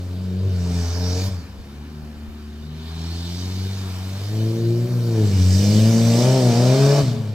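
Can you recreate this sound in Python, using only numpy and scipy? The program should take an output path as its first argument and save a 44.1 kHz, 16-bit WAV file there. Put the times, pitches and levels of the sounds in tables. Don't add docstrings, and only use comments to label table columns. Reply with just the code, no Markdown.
import sys
import numpy as np
from scipy import signal
from scipy.fft import rfft, irfft, next_fast_len
from scipy.io import wavfile
from scipy.ndimage import uniform_filter1d, map_coordinates

SR = 44100
rng = np.random.default_rng(int(sys.argv[2]) if len(sys.argv) > 2 else 0)


def dump_mix(stems):
    frames = np.atleast_2d(stems).T
    limited = np.clip(frames, -1, 1)
    pcm = np.round(limited * 32767).astype(np.int16)
    wavfile.write(sys.argv[1], SR, pcm)


N = 323694


def amp(db):
    return 10 ** (np.asarray(db) / 20)


def unit(x):
    return x / np.sqrt(np.mean(x ** 2) + 1e-20)


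def along(points, hz):
    freqs, values = np.transpose(points)
    return np.interp(np.log(hz + 1), np.log(freqs + 1), values)


def curves(rows):
    times, *columns = np.transpose(rows)
    return [np.interp(np.arange(N) / SR, times, column) for column in columns]


def wobble(rate, step=1):
    knots = rng.standard_normal(1000).clip(-2, 2)
    return map_coordinates(knots, [np.arange(0, N, step) * rate / SR], order=1, mode="wrap")


def filtered(x, response):
    size = next_fast_len(N + SR // 2)
    return irfft(rfft(x, size) * response(np.fft.rfftfreq(size, 1 / SR)), size)[..., :N]


def rush(spectrum, patchy_db, gate=1, centre_hz=None, peak_db=0, octaves=1):
    # freq_hz, left_right_correlation
    likeness = [(60, .99), (300, .95), (700, .92), (1400, .64), (2400, .55), (4500, .66), (8000, .55),
                (12000, .3), (15000, .3)]
    hz, t, bins = signal.stft(rng.standard_normal((2, N)), SR, nperseg=512)
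    patches = uniform_filter1d(rng.standard_normal(bins.shape[1:]), size=4, axis=0)
    gain_db = patchy_db * unit(uniform_filter1d(patches, size=10, axis=1))
    if centre_hz is not None:
        centre, peak_db = (np.interp(t, np.arange(N) / SR, curve) for curve in (centre_hz, peak_db))
        gain_db = gain_db + peak_db * np.exp(-(np.log2((hz[:, None] + 1) / centre) / octaves) ** 2)
    pair = gate * signal.istft(bins * amp(gain_db), nperseg=512)[1][:, :N]

    def mid_side(hz):
        spread = np.arccos(np.clip(along(likeness, hz), -1, 1)) / 2
        return amp(along(spectrum, hz)) * [np.cos(spread), np.sin(spread)]
    mid, side = filtered(pair, mid_side)
    return unit(np.array([mid + side, mid - side]))


def outdoors():
    # freq_hz, relative_db
    spectrum = [(12, -55), (20, -14), (43, -11), (79, -2.5), (116, -19.5), (228, -1.5), (301, -11.5),
                (367, -12.5), (558, -22), (660, -30), (1400, -27), (2020, -30), (4670, -33), (16000, -51)]
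    return amp(-45) * rush(spectrum, patchy_db=-1.5)


def thumps():
    # centre_s, relative_db, pitch_hz
    hits = [(.47, -48, 40.3), (1.6, -38, 40.7), (2.04, -44, 45), (2.17, -48, 48), (2.29, -39, 42.4),
            (2.621, -50, 35), (5.42, -43, 45), (7.03, -34, 80.5)]
    out, t = np.zeros((2, N + SR)), np.arange(SR // 8) / SR
    swell = np.exp(-((t - .03) / 0.015) ** 2)
    for centre_s, db, hz in hits:
        push = swell * np.sin(2 * np.pi * hz * t + rng.normal(0, 1.0, (2, 1)))
        start = round((centre_s - .03) * SR)
        out[:, start:start + len(t)] += amp(db + np.array([[7], [5]])) * push
    return out[:, :N]


def tree_line(drone):
    # freq_hz, t60_s
    decay = [(80, 0.86), (500, 1), (3000, 0.88), (10000, 0.4)]
    hz, t, bins = signal.stft(rng.standard_normal((2, SR // 2)), SR, nperseg=1024)
    tail = signal.istft(bins * amp(-60 * t / along(decay, hz)[:, None]), SR, nperseg=1024)[1]
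    tail[1] = 0.72 * tail[0] + 0.04 * tail[1]
    delayed = np.pad(drone, (2500, 0))[None]
    return amp(-13) * signal.fftconvolve(delayed, tail / np.linalg.norm(tail[0]), axes=1)[:, :N]


def slapback(drone, delay_s=.11, cutoff_hz=300):
    echo = np.pad(drone, (round(delay_s * SR), 0))[:N]
    return amp([[-13], [-15]]) * filtered(echo, lambda hz: 1 / (1 + (hz / cutoff_hz) ** 4))


def hiss_roar_spray(phase):
    # time_s, hiss_db, hiss_centre_hz, hiss_focus_db, roar_db, spray_db
    load = [(0, -51.5, 4260, 8, -55.5, -61), (.42, -52, 4000, 11.5, -53, -62),
            (.8, -37.5, 5200, 9, -45, -54.5), (.98, -45.5, 4970, 20.5, -44, -54),
            (1.18, -38, 4950, 16, -43.5, -52), (1.27, -39, 5110, 12, -44.5, -45),
            (1.31, -45.5, 4570, 11.5, -50, -59), (1.39, -51.5, 4600, 12, -50, -63),
            (1.53, -57, 4560, 12, -54.5, -65.5), (2.21, -58, 4250, 9.5, -54, -64),
            (2.7, -56, 3930, 14, -56, -65), (2.86, -50, 3920, 17, -50, -60),
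            (3.07, -43, 4180, 13.5, -48.5, -57), (3.4, -40.5, 4420, 13.5, -50, -54),
            (3.95, -42.5, 4360, 7.5, -46, -54), (4.42, -41, 4400, 8, -49.5, -52.5),
            (4.72, -46, 4510, 10, -50.5, -55), (5.01, -45, 4480, 8.5, -48, -52),
            (5.33, -36.5, 4780, 9, -45.5, -51), (5.58, -32, 5520, 11, -47, -44.5),
            (5.8, -29.5, 4800, 6.5, -43.5, -43.5), (5.93, -32, 5400, 8.5, -41, -44.5),
            (6.21, -28.5, 5430, 7.5, -41, -42.5), (6.45, -30.5, 4940, 8, -40, -46),
            (6.99, -31.5, 4830, 11, -34.5, -45.5), (7.05, -35.5, 4480, 8, -43, -52),
            (7.24, -48.5, 4260, 8.5, -50, -60), (7.34, -53, 4200, 11, -53.5, -62)]
    # freq_hz, relative_db
    intake = [(1180, -20), (2000, -5.5), (2360, -2), (2730, -6), (3340, -5), (4700, -7.5), (5860, -6),
              (8010, -6), (10500, -18), (13600, -61), (22000, -120)]
    block = [(410, -35), (700, 3), (1060, 0), (1150, 0), (1790, -7.5), (1990, -8), (2390, -4), (2600, -7),
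             (3380, -23), (5720, -120)]
    mud = [(5290, -35), (9000, -8), (10800, -2), (15100, 2), (16000, -16)]
    # time_s, left_lag_samples
    bearing = [(0, -0.99), (1.3, 0.16), (2, 0.15), (3.3, 0.61), (4.4, 0.26), (5.6, -1.625), (7.34, -1.5)]
    hiss_db, centre_hz, focus_db, roar_db, spray_db = curves(load)
    flutter = 1 + 0.079 * np.cos(phase) + 0.081 * np.cos(phase / 2)
    drops = amp(1.2 * rng.standard_normal(N // 32 + 1).repeat(32)[:N])
    hiss = rush(intake, patchy_db=1.93, gate=flutter, centre_hz=centre_hz, peak_db=focus_db, octaves=0.49)
    roar = amp(roar_db + 1.0 + 0.3 * wobble(18)) * rush(block, patchy_db=1.5, gate=flutter)
    spray = amp(spray_db + 0.6 * wobble(18)) * rush(mud, patchy_db=0.5, gate=drops)
    left, right = amp(hiss_db + 0.16 * wobble(24)) * hiss + roar + spray
    left = map_coordinates(left, [np.arange(N) - curves(bearing)[0]], order=5, mode="nearest")
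    return np.array([left, right])


def exhaust_gas(phase, firing_db, upper_db):
    # freq_hz, relative_db
    growl_eq = [(24, -76), (40, -53), (80, -12.5), (123, -6.5), (162, -11), (391, -13), (450, -14),
                (580, -28), (990, -120)]
    rasp_eq = [(180, -38), (300, -35), (388, -2), (557, -8.5), (623, 2.5), (867, -19), (1020, -19),
               (1300, -51), (1690, -43), (2860, -120)]
    puff = 1 + 1.17 * np.cos(phase)
    growl = rush(growl_eq, patchy_db=1.2, gate=puff)
    rasp = rush(rasp_eq, patchy_db=1.5, gate=puff)
    return amp(firing_db - 19) * growl + amp(upper_db - 8) * rasp


def pulse_colour(firing_hz, firing_db):
    # time_s, low_tilt_db_per_octave, upper_offset_db, upper_tilt_db_per_octave
    sharpness = [(0, -5.5, -18, -8), (.33, 1.3, -20, -8), (.48, -0.5, -26, -3), (.7, -4.5, -22, 7.5),
                 (.9, -7, -24.5, 4), (1.18, -2.5, -19, 9), (1.27, -7.5, -19, 9), (1.38, -7, -32, 5),
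                 (1.55, -3, -20, 2.5), (2.5, -3, -26, 0.5), (3.3, -5, -24.5, 3), (4.23, -4.5, -18.5, -4),
                 (4.4, 2, -16.5, -2), (4.62, 2.5, -20.5, -5), (4.9, 0.9, -21.5, -13), (5.2, 2.5, -19.5, -8),
                 (5.45, -5.5, -24, -14), (5.66, -1, -15.5, -2), (5.9, -1, -18, 3), (6.2, -1.7, -8, 6.5),
                 (6.53, -1.1, -8, 5), (7, -0.5, -6.5, 13), (7.05, -4.5, -20, 1), (7.34, -10.5, -19, -5)]
    # freq_hz, gain_db
    silencer = [(130, -4.5), (160, -0.7), (190, -3), (225, 0.1), (260, -7), (295, -10.5), (325, -12.5),
                (350, -9.7), (385, -9), (430, -1), (480, -9.5), (560, -10), (700, -13)]
    # centre_s, harmonic, depth_db, half_width_s
    dips = [(0.09, 2, 6.5, 0.066), (0.23, 3, 15, 0.097), (0.25, 5, 19, 0.49), (0.29, 4, 10, 0.41),
            (0.47, 2, 17.5, 0.06), (0.47, 3, 21, 0.14), (0.91, 2, 27, 0.062), (0.94, 3, 17, 0.022),
            (0.95, 4, 27, 0.372), (1.148, 2, 7.5, 0.069), (1.3, 1, 27, 0.0087), (1.47, 1, 6, 0.012),
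            (1.525, 1, 8, 0.012), (1.56, 2, 13, 0.12), (2.17, 1, 4, 0.015), (2.212, 2, -0.5, 0.331),
            (2.3, 1, 7, 0.013), (2.68, 4, 19, 0.117), (2.99, 3, 3.5, 0.149), (3.27, 5, 18, 0.27),
            (3.73, 3, 28, 0.053), (4.17, 3, 8, 0.098), (4.21, 4, 9, 0.31), (4.25, 2, 8, 0.094),
            (4.63, 2, 12.5, 0.3), (4.78, 4, 17, 0.47), (4.85, 5, 27.5, 0.78), (4.88, 1, 9, 0.02),
            (4.96, 3, 9, 0.13), (5.13, 2, 12, 0.22), (5.3, 3, 20.5, 0.048), (5.34, 4, 11, 0.16),
            (5.71, 4, 15.5, 0.32), (5.75, 3, 3.5, 0.282), (6.089, 3, 21, 0.058), (6.215, 1, 6, 0.02),
            (6.28, 2, 5, 0.048), (6.55, 3, 6, 0.053), (6.55, 5, 21, 0.035), (6.82, 4, 18, 0.041),
            (6.91, 5, 29, 0.124), (6.94, 2, 14.5, 0.059), (7.025, 1, 10, 0.0084), (7.05, 3, 10.5, 0.13),
            (7.1, 4, 8, 0.11), (7.135, 1, 4, 0.012), (7.175, 1, 9, 0.011), (7.23, 1, 4, 0.012)]
    t = np.arange(N) / SR
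    low_tilt, upper_offset_db, upper_tilt = curves(sharpness)
    low_db = [firing_db.copy()]
    low_db += [firing_db + low_tilt * np.log2(k) + along(silencer, k * firing_hz) for k in range(2, 6)]
    for centre, k, depth_db, width in dips:
        near = slice(max(round((centre - 4 * width) * SR), 0), round((centre + 4 * width) * SR))
        low_db[round(k) - 1][near] -= depth_db * np.exp(-((t[near] - centre) / width) ** 2)
    return low_db, firing_db + upper_offset_db, upper_tilt


def exhaust_drone(firing_hz, phase, low_db, upper_db, tilt):
    # freq_hz, gain_db
    pipe = [(180, -41), (300, -42), (312, -2), (330, 5), (377, -15), (414, -8), (449, -10), (487, -11),
            (651, -10), (852, -26.5), (975, -28), (1160, -37.5), (1500, -47), (1950, -58), (3300, -120)]
    # freq_hz, offset_from_firing_tone_db
    uneven = [(100, -7), (125, -29), (140, -22), (165, -18.5), (185, -11), (200, -15.5), (215, -22.5)]
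    step = 8
    firing_hz, phase, upper_db, tilt = [curve[::step] for curve in (firing_hz, phase, upper_db, tilt)]
    low_db = [curve[::step] for curve in low_db]
    jitter = 0.022 * wobble(40, step)

    def tone(k, db, fade_db):
        scatter = .4 if k in (1, 2) else 1.1 if k in (3, 4, 5) else 3
        start = np.pi + rng.normal(0, scatter)
        blur = 0.014 * k ** 1.5 * wobble(26, step)
        gain = np.sqrt(2) * amp(db + fade_db * wobble(7, step))
        return gain * np.sin(k * (phase + jitter) + blur + start)

    def pipe_tone(k, offset_db, fade_db=3.5):
        return tone(k, upper_db + offset_db + along(pipe, k * firing_hz), fade_db)
    low = sum(tone(k, db, fade_db=0.8) for k, db in enumerate(low_db, 1))
    upper = sum(pipe_tone(k, 3 + tilt * np.log2(k / 5), fade_db=4) for k in range(6, 12))
    half_db = low_db[0] + along(uneven, 3 / 2 * firing_hz)
    halves = tone(3 / 2, half_db, fade_db=0.23) + tone(5 / 2, half_db - 13.5, fade_db=3.6)
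    halves += sum(pipe_tone(k + 1 / 2, -11) for k in range(3, 9))
    quarters = tone(19 / 4, upper_db - 8, fade_db=3.5)
    quarters += sum(pipe_tone(k / 4, -20) for k in (9, 11, 11, 15, 13, 11))
    return signal.resample_poly(low + upper + halves + quarters, step, 1)[:N]


def scene():
    # time_s, firing_hz
    speed = [(0.0, 90.4), (0.12, 90.6), (0.22, 93.3), (0.33, 92.0), (0.47, 97.0), (0.57, 89.0),
             (0.71, 87.0), (0.88, 85.4), (1.02, 89.0), (1.16, 90.3), (1.29, 98.4), (1.39, 83.6),
             (1.49, 67.3), (1.61, 68.4), (1.9, 76.5), (2.08, 74.7), (2.53, 74.2), (2.82, 79.5), (3.1, 83.8),
             (3.33, 87.4), (3.47, 92.0), (3.74, 97.6), (3.93, 92.0), (4.23, 98.6), (4.35, 108.8),
             (4.66, 115.6), (4.8, 118.3), (4.89, 124.0), (5.03, 118.5), (5.11, 114.9), (5.21, 106.9),
             (5.4, 91.6), (5.52, 93.4), (5.64, 101.0), (5.89, 113.0), (6.01, 114.6), (6.15, 116.1),
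             (6.27, 128.6), (6.36, 132.0), (6.53, 116.0), (6.71, 130.0), (6.81, 138.2), (6.91, 141.3),
             (7.01, 142.3), (7.09, 119.0), (7.18, 114.5), (7.28, 104.2), (7.34, 104.3)]
    # time_s, level_db
    loudness = [(0.0, -27.5), (0.33, -27.5), (0.47, -18), (0.57, -22.5), (0.71, -20.5), (1.02, -21),
                (1.29, -24), (1.39, -31.5), (1.49, -39), (2.53, -36), (2.82, -34.0), (3.1, -28.5),
                (3.74, -27.5), (3.93, -30.5), (4.35, -24), (4.66, -19.5), (5.03, -21), (5.11, -20),
                (5.21, -16.5), (5.52, -16), (6.15, -16), (6.36, -14.5), (6.53, -18), (6.91, -15),
                (7.01, -15.5), (7.09, -21.5), (7.34, -27)]
    (firing_hz,), (firing_db,) = curves(speed), curves(loudness)
    low_db, upper_db, tilt = pulse_colour(firing_hz, firing_db)
    phase = 2 * np.pi * np.cumsum(firing_hz) / SR
    drone = exhaust_drone(firing_hz, phase, low_db, upper_db, tilt)
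    echoes = slapback(drone) + tree_line(drone)
    engine = drone + exhaust_gas(phase, firing_db, upper_db) + hiss_roar_spray(phase)
    return engine + echoes + thumps() + outdoors()


def record(dry):
    # centre_hz, width_hz, gain_db
    resonances = [(954, 27, 1), (1566, 160, 3.5), (1790, 65, 4.5), (2400, 30, 3), (3010, 183, 6),
                  (3660, 134, 4.5), (4220, 180, 2.5), (4690, 95, 5), (5170, 70, 2), (5700, 120, -0.5),
                  (6520, 50, 1.5), (7770, 110, 3)]
    # freq_hz, left_minus_right_db
    lean = [(30, -0.5), (200, 1.3), (700, 3.5), (1400, 5), (2100, 2.5), (3400, 0), (4800, -4), (5600, -10),
            (6900, 1.5), (7600, -2), (8900, -7), (11000, -4.5), (12400, -5.5), (14500, 1)]
    # freq_hz, left_lead_rad
    lead = [(300, 0.12), (1400, -0.75), (2100, -1), (3400, -1.46), (5500, -1.4), (6900, -0.3), (8300, -2),
            (10300, 0), (11700, -0.5), (14500, -0.8)]
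    sides, top_hz = np.array([[.5], [-.5]]), 15790

    def response(hz):
        body_db = sum(db * np.exp(-((hz - centre) / width) ** 2) for centre, width, db in resonances)
        ports = amp(sides * along(lean, hz)) * np.exp(1j * sides * along(lead, hz))
        return amp(body_db) * ports * (hz < top_hz)
    return filtered(dry, response)


dry = scene()
out = record(dry)
dump_mix(out)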